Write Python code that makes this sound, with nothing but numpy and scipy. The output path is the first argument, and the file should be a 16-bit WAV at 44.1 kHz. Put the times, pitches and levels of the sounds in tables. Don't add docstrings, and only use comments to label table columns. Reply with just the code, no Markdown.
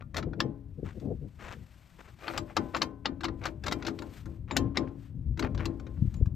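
import sys
import numpy as np
from scipy import signal
from scipy.fft import rfft, irfft, next_fast_len
from scipy.io import wavfile
from scipy.ndimage import map_coordinates

SR = 44100
rng = np.random.default_rng(int(sys.argv[2]) if len(sys.argv) > 2 else 0)


def pcm_store(signal):
    levels = np.round(np.clip(np.atleast_2d(signal), -1, 1) * 32767)
    wavfile.write(sys.argv[1], SR, levels.astype(np.int16).T)


N = 280035

# [t/s, level/dB]
BREEZE_LEVEL = [(0.0, -44.5), (1.22, -49.5), (1.73, -58), (3.48, -45), (4.16, -48.5), (4.47, -44.5),
                (5.02, -44.5), (5.43, -40), (5.64, -43), (6.35, -35.5)]
# [t/s, length/s, level/dB]
GUST_SWELLS = [(.17, 0.16, -43), (.8, 0.088, -41.5), (1.06, 0.22, -44), (1.45, 0.21, -49.5),
               (2.36, 0.066, -37.5), (2.57, .11, -47.5), (3.08, 0.062, -44.5), (3.3, 0.092, -41),
               (3.62, 0.14, -48), (4.24, 0.065, -42), (4.41, 0.075, -40.5), (4.55, 0.16, -35.5),
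               (5.15, 0.059, -38), (5.28, 0.063, -33), (5.43, 0.28, -37.5), (5.99, 0.071, -31.5),
               (6.16, 0.1, -35.5)]
# [t/s, peak level/dB, f/Hz]
AIR_PUFFS = [(0.832, -24.5, 290), (1.117, -29, 265), (5.29, -23.5, 67), (5.312, -23.5, 75.8),
             (5.447, -22, 90), (6.025, -15, 128), (6.055, -25, 183), (6.081, -17.5, 81), (6.214, -27, 293),
             (6.229, -11.5, 74), (6.274, -16.5, 94)]
# [f/Hz, relative level/dB]
WIND_COLOUR = [(12, -40), (20, -20), (50, 2.5), (81, 2.5), (123, -1), (215, -10.5), (357, -25.5),
               (433, -36.5), (476, -32.5), (743, -59), (900, -59.5), (1170, -78), (1980, -120)]
# [f/Hz, relative level/dB]
AIR_COLOUR = [(12, -44), (20, -6.5), (59, -2), (157, -9), (342, -13), (465, -27), (534, -18.5),
              (767, -26.5), (5380, -52.5), (7310, -54), (9930, -53), (12800, -49.5), (15500, -64)]
EDDY_DB, GUSTY_DB, GUSTS_PER_S = -0.5, 1, 14

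# [t/s, length/s, level/dB]
SHIRT_MOVES = [(.83, 0.23, -75.5), (1.0, 0.56, -84.5), (1.38, 0.76, -72), (2.22, 0.14, -58.5),
               (2.38, 0.5, -72), (3.42, 0.1, -68.5), (3.65, 0.42, -73.5), (4.12, 0.096, -60),
               (4.24, 0.13, -76), (4.97, 0.12, -74), (5.5, .42, -87), (5.95, 0.25, -75.5)]
# [t/s, length/s, level/dB]
CLOTH_BRUSHES = [(.2, 0.33, -41.5), (.795, 0.083, -42), (.96, 0.023, -36), (1.025, .12, -35),
                 (1.21, 0.072, -44.5), (1.5, 0.12, -52.5)]
# [f/Hz, relative level/dB]
CLOTH_COLOUR = [(350, -56.5), (600, -10), (788, -6.5), (1470, -6), (2470, -8), (2950, -10), (6950, -18.5),
                (8520, -17), (9890, -36.5), (11300, -20.5), (13200, -22), (14500, -22), (15500, -71.5)]
# [f/Hz, relative level/dB]
BRUSH_COLOUR = [(40, -32), (70, -6), (150, 4.5), (260, -3.5), (500, -10), (800, -53.5), (1400, -60.5),
                (4000, -120)]
# [f/Hz, relative level/dB]
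FLUTTER_COLOUR = [(100, -14.5), (250, 1), (450, 1.5), (700, -6.5), (950, -27), (1400, -47.5), (4000, -110)]
STILL_DB = -87

# [t/s, length/s, level/dB]
SLIDE_STROKES = [(0.0, 0.029, -53.5), (.155, 0.049, -37.5), (2.18, 0.14, -46), (2.26, 0.16, -43.5),
                 (2.47, 0.069, -50.5), (2.735, 0.039, -37.5), (3.41, 0.092, -42.5), (3.645, 0.037, -43),
                 (3.79, 0.063, -51), (3.845, 0.0562, -43.5), (4.475, 0.088, -50.5), (4.745, 0.027, -43.5),
                 (4.865, 0.033, -58), (5.405, 0.079, -40.5), (5.58, 0.079, -41), (5.96, 0.031, -60.5)]
# [f/Hz, relative level/dB]
SCRAPE_COLOUR = [(150, -23), (350, -0.5), (560, 3), (900, -2.5), (1500, -1.5), (2400, -5), (4000, -20.5),
                 (7500, -34.5), (9900, -52.5), (11500, -40.5), (14000, -42.5), (15500, -67)]
# [f/Hz, level/dB, t60/s]
YOKE_MODES = [(900, 6.5, 0.089), (1215, 3, 0.1), (1392, 0, 0.12), (1660, -8, 0.053), (1790, -4.5, 0.16),
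              (2154, -5.5, .13), (2384, -7, .13), (2676, -6, .09), (3130, -14.5, 0.15), (3440, -15, 0.098),
              (3780, 2.5, 0.053), (3951, -5, .07), (4620, -16, 0.1), (5070, -18.5, .06), (5720, -12, .08),
              (6230, -14.5, 0.043), (6510, -13.5, 0.058), (7300, -16, 0.096), (7420, -13, 0.08),
              (7630, -19, 0.076), (8800, -26, 0.07), (11720, -21, .08), (13710, -34, .06)]
# [t/s, length/s, level/dB]
SHOE_SCUFFS = [(.84, .1, -51), (1.385, 0.095, -46), (1.45, 0.11, -45), (1.985, 0.033, -49),
               (2.03, 0.086, -57), (4.97, 0.056, -76), (5.04, 0.077, -72)]
# [f/Hz, relative level/dB]
DIRT_COLOUR = [(150, -1.5), (500, -2), (1400, -3), (2500, -8), (4500, -21), (7500, -24.5), (9900, -41),
               (12000, -36), (14000, -40), (15500, -57)]
RATTLE_PER_S, RATTLE_DB, RATTLE_SCATTER_DB = 29, -11, 10

# [t/s, clank level/dB at 2-6 kHz, knock relative to clank/dB, edge relative to clank/dB]
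YOKE_CONTACTS = [(0.1446, -49.5, 4.5, -20), (.167, -37, -5, -18.5), (0.227, -52.5, 5.5, -35),
                 (.333, -62.5, 13, -41), (.403, -30.5, -1.5, -29.5), (0.999, -66.5, -4, -16),
                 (2.236, -58.5, 2, -44), (2.2796, -40, 3, -69), (2.3767, -36.5, -1, -18.5),
                 (2.567, -33.5, 5.5, -22.5), (2.747, -38.5, 7, -45), (2.8181, -27.5, -5.5, -38),
                 (2.828, -45.5, 5.5, -14), (3.0561, -31, -3, -41), (3.2076, -52.5, 3.5, -23),
                 (3.234, -45.5, 5, -26), (3.242, -38.5, -0.5, -24.5), (3.251, -40, 1, -28),
                 (3.283, -51.5, 6.5, -38), (3.438, -47, -7, -33), (3.465, -46.5, 2, -38),
                 (3.638, -48.5, 1.5, -20), (3.665, -41, 3, -19.5), (3.681, -39, 0, -25),
                 (3.712, -45.5, 0.5, -22), (3.7225, -35, -1, -21.5), (3.824, -48.5, -0.5, -33),
                 (3.849, -48, -0.5, -32), (3.8666, -38.5, -5, -24.5), (3.9891, -49, -5, -25),
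                 (4.021, -56, 8.5, -16), (4.257, -66, 8.5, -8.5), (4.5094, -42.5, 4.5, -39),
                 (4.5664, -29, -3, -15), (4.7711, -29.5, -6, -32), (5.3737, -57, 2, -22),
                 (5.3937, -40, -0.5, -18.5), (5.425, -44, 4, -46), (5.5476, -58, 7, -20),
                 (5.5769, -52.5, 0, -33), (5.655, -41, -3.5, -20), (5.7972, -63, 4.5, -18),
                 (5.8666, -62, 3.5, -25), (6.141, -61.5, -1.5, -12), (6.2577, -67.5, 8, -12)]
# [f/Hz, relative level/dB]
CLANK_COLOUR = [(100, -15), (400, 1.5), (1300, 7), (3000, -7), (4000, -4), (5500, -9.5), (7400, -15),
                (8300, -24), (9800, -33), (11500, -27.5), (14300, -28.5), (15800, -44.5)]
FIRM_DB = -40
CHATTER_S, CHATTER_SPREAD = 0.001, 0.34
BRIGHTER = 0.048

# [f/Hz, level/dB, t60/s]
FRAME_MODES = [(198, -6, 0.12), (254.5, -3.5, 0.51), (277, -2.5, 0.91), (330, 5, 0.4), (417.7, -15.5, 0.93),
               (528.4, -9, 0.45), (601.4, -8, 0.49), (694, -25, 0.25), (833, -16.5, 0.39),
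               (867, -22.5, 0.13), (1051, -9, 0.37), (1170, -22, 0.21), (1450, -27.5, 0.31)]
# [f/Hz, relative level/dB]
BOOM_COLOUR = [(40, -32), (80, 1), (150, 4), (300, 7), (450, -1.5), (700, -9.5), (1500, -24), (3000, -36.5),
               (6000, -50), (12000, -68.5)]
# [t/s, level/dB]
YOKE_BEARING = [(.3, -0.5), (2.28, -4.5), (2.57, 7), (2.82, -2), (3.7, -0.5), (3.87, 2), (4.6, 6.5),
                (5.6, 5.5), (6.2, -3.5)]
BOOM_DB, BOOM_GROWS = -44, 0.43

# [f/Hz, level/dB, t60/s]
TUBE_MODES = [(686, -4.5, 0.35), (787, -5.5, 0.53), (1040, -8.5, .5), (1014, -3.5, 0.84), (1297, -18, 0.71),
              (1448, -7.5, .25), (1518, -9.5, 0.7), (2008, -13, .35), (2740, -20.5, 0.39)]
# [t/s, level relative to the knock/dB]
GRIP_LOOSENESS = [(.4, -27), (2.37, -27), (2.57, -15), (2.75, -21), (3.7, -22), (4.55, -28)]
# [t/s, level/dB]
PIN_PINGS = [(2.748, -47), (4.512, -43.5), (6.164, -61)]

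# [f/Hz, left minus right level/dB]
LEFT_BALANCE = [(60, 8.5), (110, 7.5), (200, 10), (380, 11.5), (700, 8.5), (1290, 8.5), (2380, 5.5),
                (4400, 5), (8120, 6), (15000, 5.5)]
# [f/Hz, level/dB]
SCATTER_WIDTH = [(60, -24), (250, -21), (600, -7.5), (1200, -10), (2500, -28.5), (12000, -8.5)]
TOP_HZ = 15800


def amp(db):
    return 10 ** (np.asarray(db) / 20)


def unit(x):
    return x / np.sqrt(np.mean(x ** 2) + 1e-20)


def along(points, hz):
    f, v = np.transpose(points)
    return np.interp(np.log(hz + 1), np.log(f + 1), v)


def colour_gain(points):
    return lambda hz: amp(along(points, hz))


def level(rows):
    return amp(np.interp(np.arange(N) / SR, *np.transpose(rows)))


def wobble(rate):
    knots = rng.standard_normal(int(N * rate / SR) + 4)
    return map_coordinates(knots, [np.arange(N) * rate / SR])


def clock(seconds):
    return np.arange(int(seconds * SR)) / SR


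def fade(t, t60):
    return np.exp(-np.log(1000) * t / t60)


def onset(t, rise_s):
    return 1 - np.exp(-t / rise_s)


def filtered(x, response):
    n = x.shape[-1]
    m = next_fast_len(n + 4096)
    return irfft(rfft(x, m) * response(np.fft.rfftfreq(m, 1 / SR)), m)[..., :n]


def noise(spectrum, size=N):
    return unit(filtered(rng.standard_normal(size), colour_gain(spectrum)))


def ring(modes, t, scatter_db):
    hz, db, t60 = np.transpose(modes)[:, :, None]
    strength = amp(db + scatter_db * rng.standard_normal(hz.shape))
    cycles = hz * t + rng.random(hz.shape)
    return np.sum(strength * fade(t, t60) * np.sin(2 * np.pi * cycles), 0)


def add(track, s, sound):
    start = max(round(s * SR), 0)
    part = sound[:max(N - start, 0)]
    track[start:start + len(part)] += part


def strike_level(x):
    return np.sqrt(np.sum(x ** 2) / (0.02 * SR))


def swells(rows, attack_s, release_s):
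    t = np.arange(N) / SR
    out = np.zeros(N)
    for s, length, db in rows:
        rise = (1 + np.tanh((t - s) / attack_s)) / 2
        fall = (1 - np.tanh((t - s - length) / release_s)) / 2
        out += amp(db) * rise * fall
    return out


def pressure(rows):
    out = np.zeros(N)
    for s, length, db in rows:
        add(out, s, amp(db) * np.sqrt(np.abs(np.hanning(int(length * SR)))))
    return out


def strokes(rows, spectrum, grit_db):
    clumps = amp(grit_db * wobble(500) + 4 * wobble(70))
    catches = unit(rng.standard_normal(N) * clumps)
    t = clock(0.01)
    snap = rng.standard_normal(len(t)) * fade(t, 0.003)
    impulses = (rng.random(N) < 180 / SR) * rng.uniform(0.22, 1, N)
    snags = unit(signal.fftconvolve(impulses, snap)[:N])
    grain = unit(filtered(catches + 0.44 * snags, colour_gain(spectrum)))
    return pressure(rows) * grain


def wind():
    strength = level(BREEZE_LEVEL) + swells(GUST_SWELLS, attack_s=0.031, release_s=0.027)
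    eddies = amp(EDDY_DB + GUSTY_DB * wobble(GUSTS_PER_S)) * noise(WIND_COLOUR)
    out = strength * eddies + amp(-62.5) * noise(AIR_COLOUR)
    t = np.arange(-SR // 25, SR // 25) / SR
    for s, db, hz in AIR_PUFFS:
        u = (np.pi * hz * t) ** 2
        puff = (2 * u - 1) * np.exp(-u)
        add(out, s + t[0], amp(db) * puff)
    return out


def clothes():
    motion = amp(STILL_DB) + swells(SHIRT_MOVES, attack_s=0.066, release_s=0.019)
    rustle = motion * noise(CLOTH_COLOUR) * amp(3.0 + 1.9 * wobble(90))
    touch = swells(CLOTH_BRUSHES, attack_s=0.02, release_s=0.024)
    press = touch * unit(amp(4.4 * wobble(70)))
    brush = press * noise(BRUSH_COLOUR)
    flutter = press * touch / touch.max() * noise(FLUTTER_COLOUR)
    return rustle + amp(1.5) * brush + amp(-4.0) * flutter


def splines():
    rasp = strokes(SLIDE_STROKES, SCRAPE_COLOUR, grit_db=5.5)
    yoke = ring(YOKE_MODES, clock(0.2), scatter_db=0)
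    resonance = signal.fftconvolve(rasp, yoke / np.linalg.norm(yoke))[:N]
    return rasp + amp(-19) * resonance


def ticks():
    t = clock(0.1)
    sliding = pressure(SLIDE_STROKES) + amp(-20.5) * pressure(SHOE_SCUFFS)
    happens = rng.random(N) < RATTLE_PER_S / SR
    size_db = RATTLE_DB + RATTLE_SCATTER_DB * rng.standard_normal(N)
    strength = happens * amp(size_db) * sliding
    out = np.zeros(N)
    for i in np.flatnonzero(strength):
        click = noise(CLANK_COLOUR, size=len(t)) * fade(t, 0.068) * onset(t, 0.00057)
        add(out, i / SR, strength[i] * click / strike_level(click))
    return out


def voiced(hit, band_dbs):
    now = []
    for band in [(600, 2000), (2000, 6000), (8500, 15000)]:  # knock, clank, edge in Hz
        sos = signal.butter(4, band, "band", fs=SR, output="sos")
        now.append(strike_level(signal.sosfilt(sos, hit)))
    knock, clank, edge = np.array(band_dbs) - 20 * np.log10(now)
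    tilt = BRIGHTER * (band_dbs[1] - FIRM_DB)
    shape = [(1500, knock), (2600, clank - tilt), (4500, clank + tilt), (9500, edge)]
    size = 2 * len(hit)
    gain = amp(along(shape, np.fft.rfftfreq(size, 1 / SR)))
    cepstrum = irfft(np.log(gain))
    cepstrum[1:size // 2] *= 2
    cepstrum[size // 2 + 1:] = 0
    return irfft(rfft(hit, size) * np.exp(rfft(cepstrum)))[:len(hit)]


def clanks():
    out, t = np.zeros(N), clock(0.25)
    swell = np.linspace(0, 1, round(0.011 * SR)) ** 1.5
    for s, db, knock_db, edge_db in YOKE_CONTACTS:
        chatter = CHATTER_S * 2 ** (CHATTER_SPREAD * rng.standard_normal())
        dense = noise(CLANK_COLOUR, size=len(t)) * (fade(t, 0.031) + 0.25 * fade(t, 0.066))
        pitches = rng.uniform(900, 8000, size=14)
        local = ring([(hz, along(CLANK_COLOUR, hz), 0.055) for hz in pitches], t, scatter_db=2.5)
        yoke = ring(YOKE_MODES, t, scatter_db=3.5)
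        body = (dense + amp(-15) * local + amp(-23.5) * yoke) * onset(t, 0.0003)
        hit = body.copy()
        for when, size in rng.random((4, 2)):
            lag = int((0.15 + when) * 2 * chatter * SR) + 1
            rebound = (size - 0.5) * 2 * min(chatter / 0.0017, 1.2)
            hit[lag:] += rebound * body[:-lag]
        add(out, s, voiced(hit, [db + knock_db, db, db + edge_db]))
        lead_in = swell * noise(SCRAPE_COLOUR, size=len(swell))
        add(out, s - len(swell) / SR, amp(db - 7) * lead_in)
    return out


def frame():
    out, t = np.zeros(N), clock(1)
    for s, db, _, _ in YOKE_CONTACTS:
        bearing_db = np.interp(s, *np.transpose(YOKE_BEARING))
        boom_db = BOOM_DB + BOOM_GROWS * (db - FIRM_DB) + bearing_db
        panels = noise(BOOM_COLOUR, size=len(t)) * fade(t, 0.39) * onset(t, 0.019)
        modes = ring(FRAME_MODES, t, scatter_db=4.5) * onset(t, 0.011)
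        add(out, s, amp(boom_db) * (amp(6.5) * panels + amp(-1.5) * modes))
    return out


def tube():
    out, t = np.zeros(N), clock(1)
    for s, db, knock_db, _ in YOKE_CONTACTS:
        ring_db = db + knock_db + np.interp(s, *np.transpose(GRIP_LOOSENESS))
        modes = ring(TUBE_MODES, t, scatter_db=0.5) * onset(t, 0.004)
        add(out, s, amp(ring_db) * modes)
    return out * amp(2.3 * wobble(15))


def scuffs():
    return strokes(SHOE_SCUFFS, DIRT_COLOUR, grit_db=3.5)


def lock_pin():
    out, t = np.zeros(N), clock(0.25)
    ping = np.sin(2 * np.pi * 7150 * t) * fade(t, 0.11) * onset(t, 0.0015)
    for s, db in PIN_PINGS:
        add(out, s, amp(db) * ping)
    return out


def stereo(x):
    t = clock(0.1)
    walls = rng.standard_normal(len(t)) * fade(t, 0.11) * (t > 0.003)
    diffuse = signal.fftconvolve(x, walls / np.linalg.norm(walls))[:N]
    scattered = filtered(diffuse, colour_gain(SCATTER_WIDTH))
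    lean = filtered(x, lambda hz: np.tanh(np.log(amp(along(LEFT_BALANCE, hz))) / 2))
    return np.array([x + lean + scattered, x - lean - scattered])


def scene():
    worker = clothes() + scuffs()
    steel = splines() + ticks() + clanks() + frame() + tube() + lock_pin()
    return stereo(wind() + worker + steel)


def record(dry):
    return filtered(dry, lambda hz: 1 / (1 + (hz / TOP_HZ) ** 80))


dry = scene()
out = record(dry)
pcm_store(out)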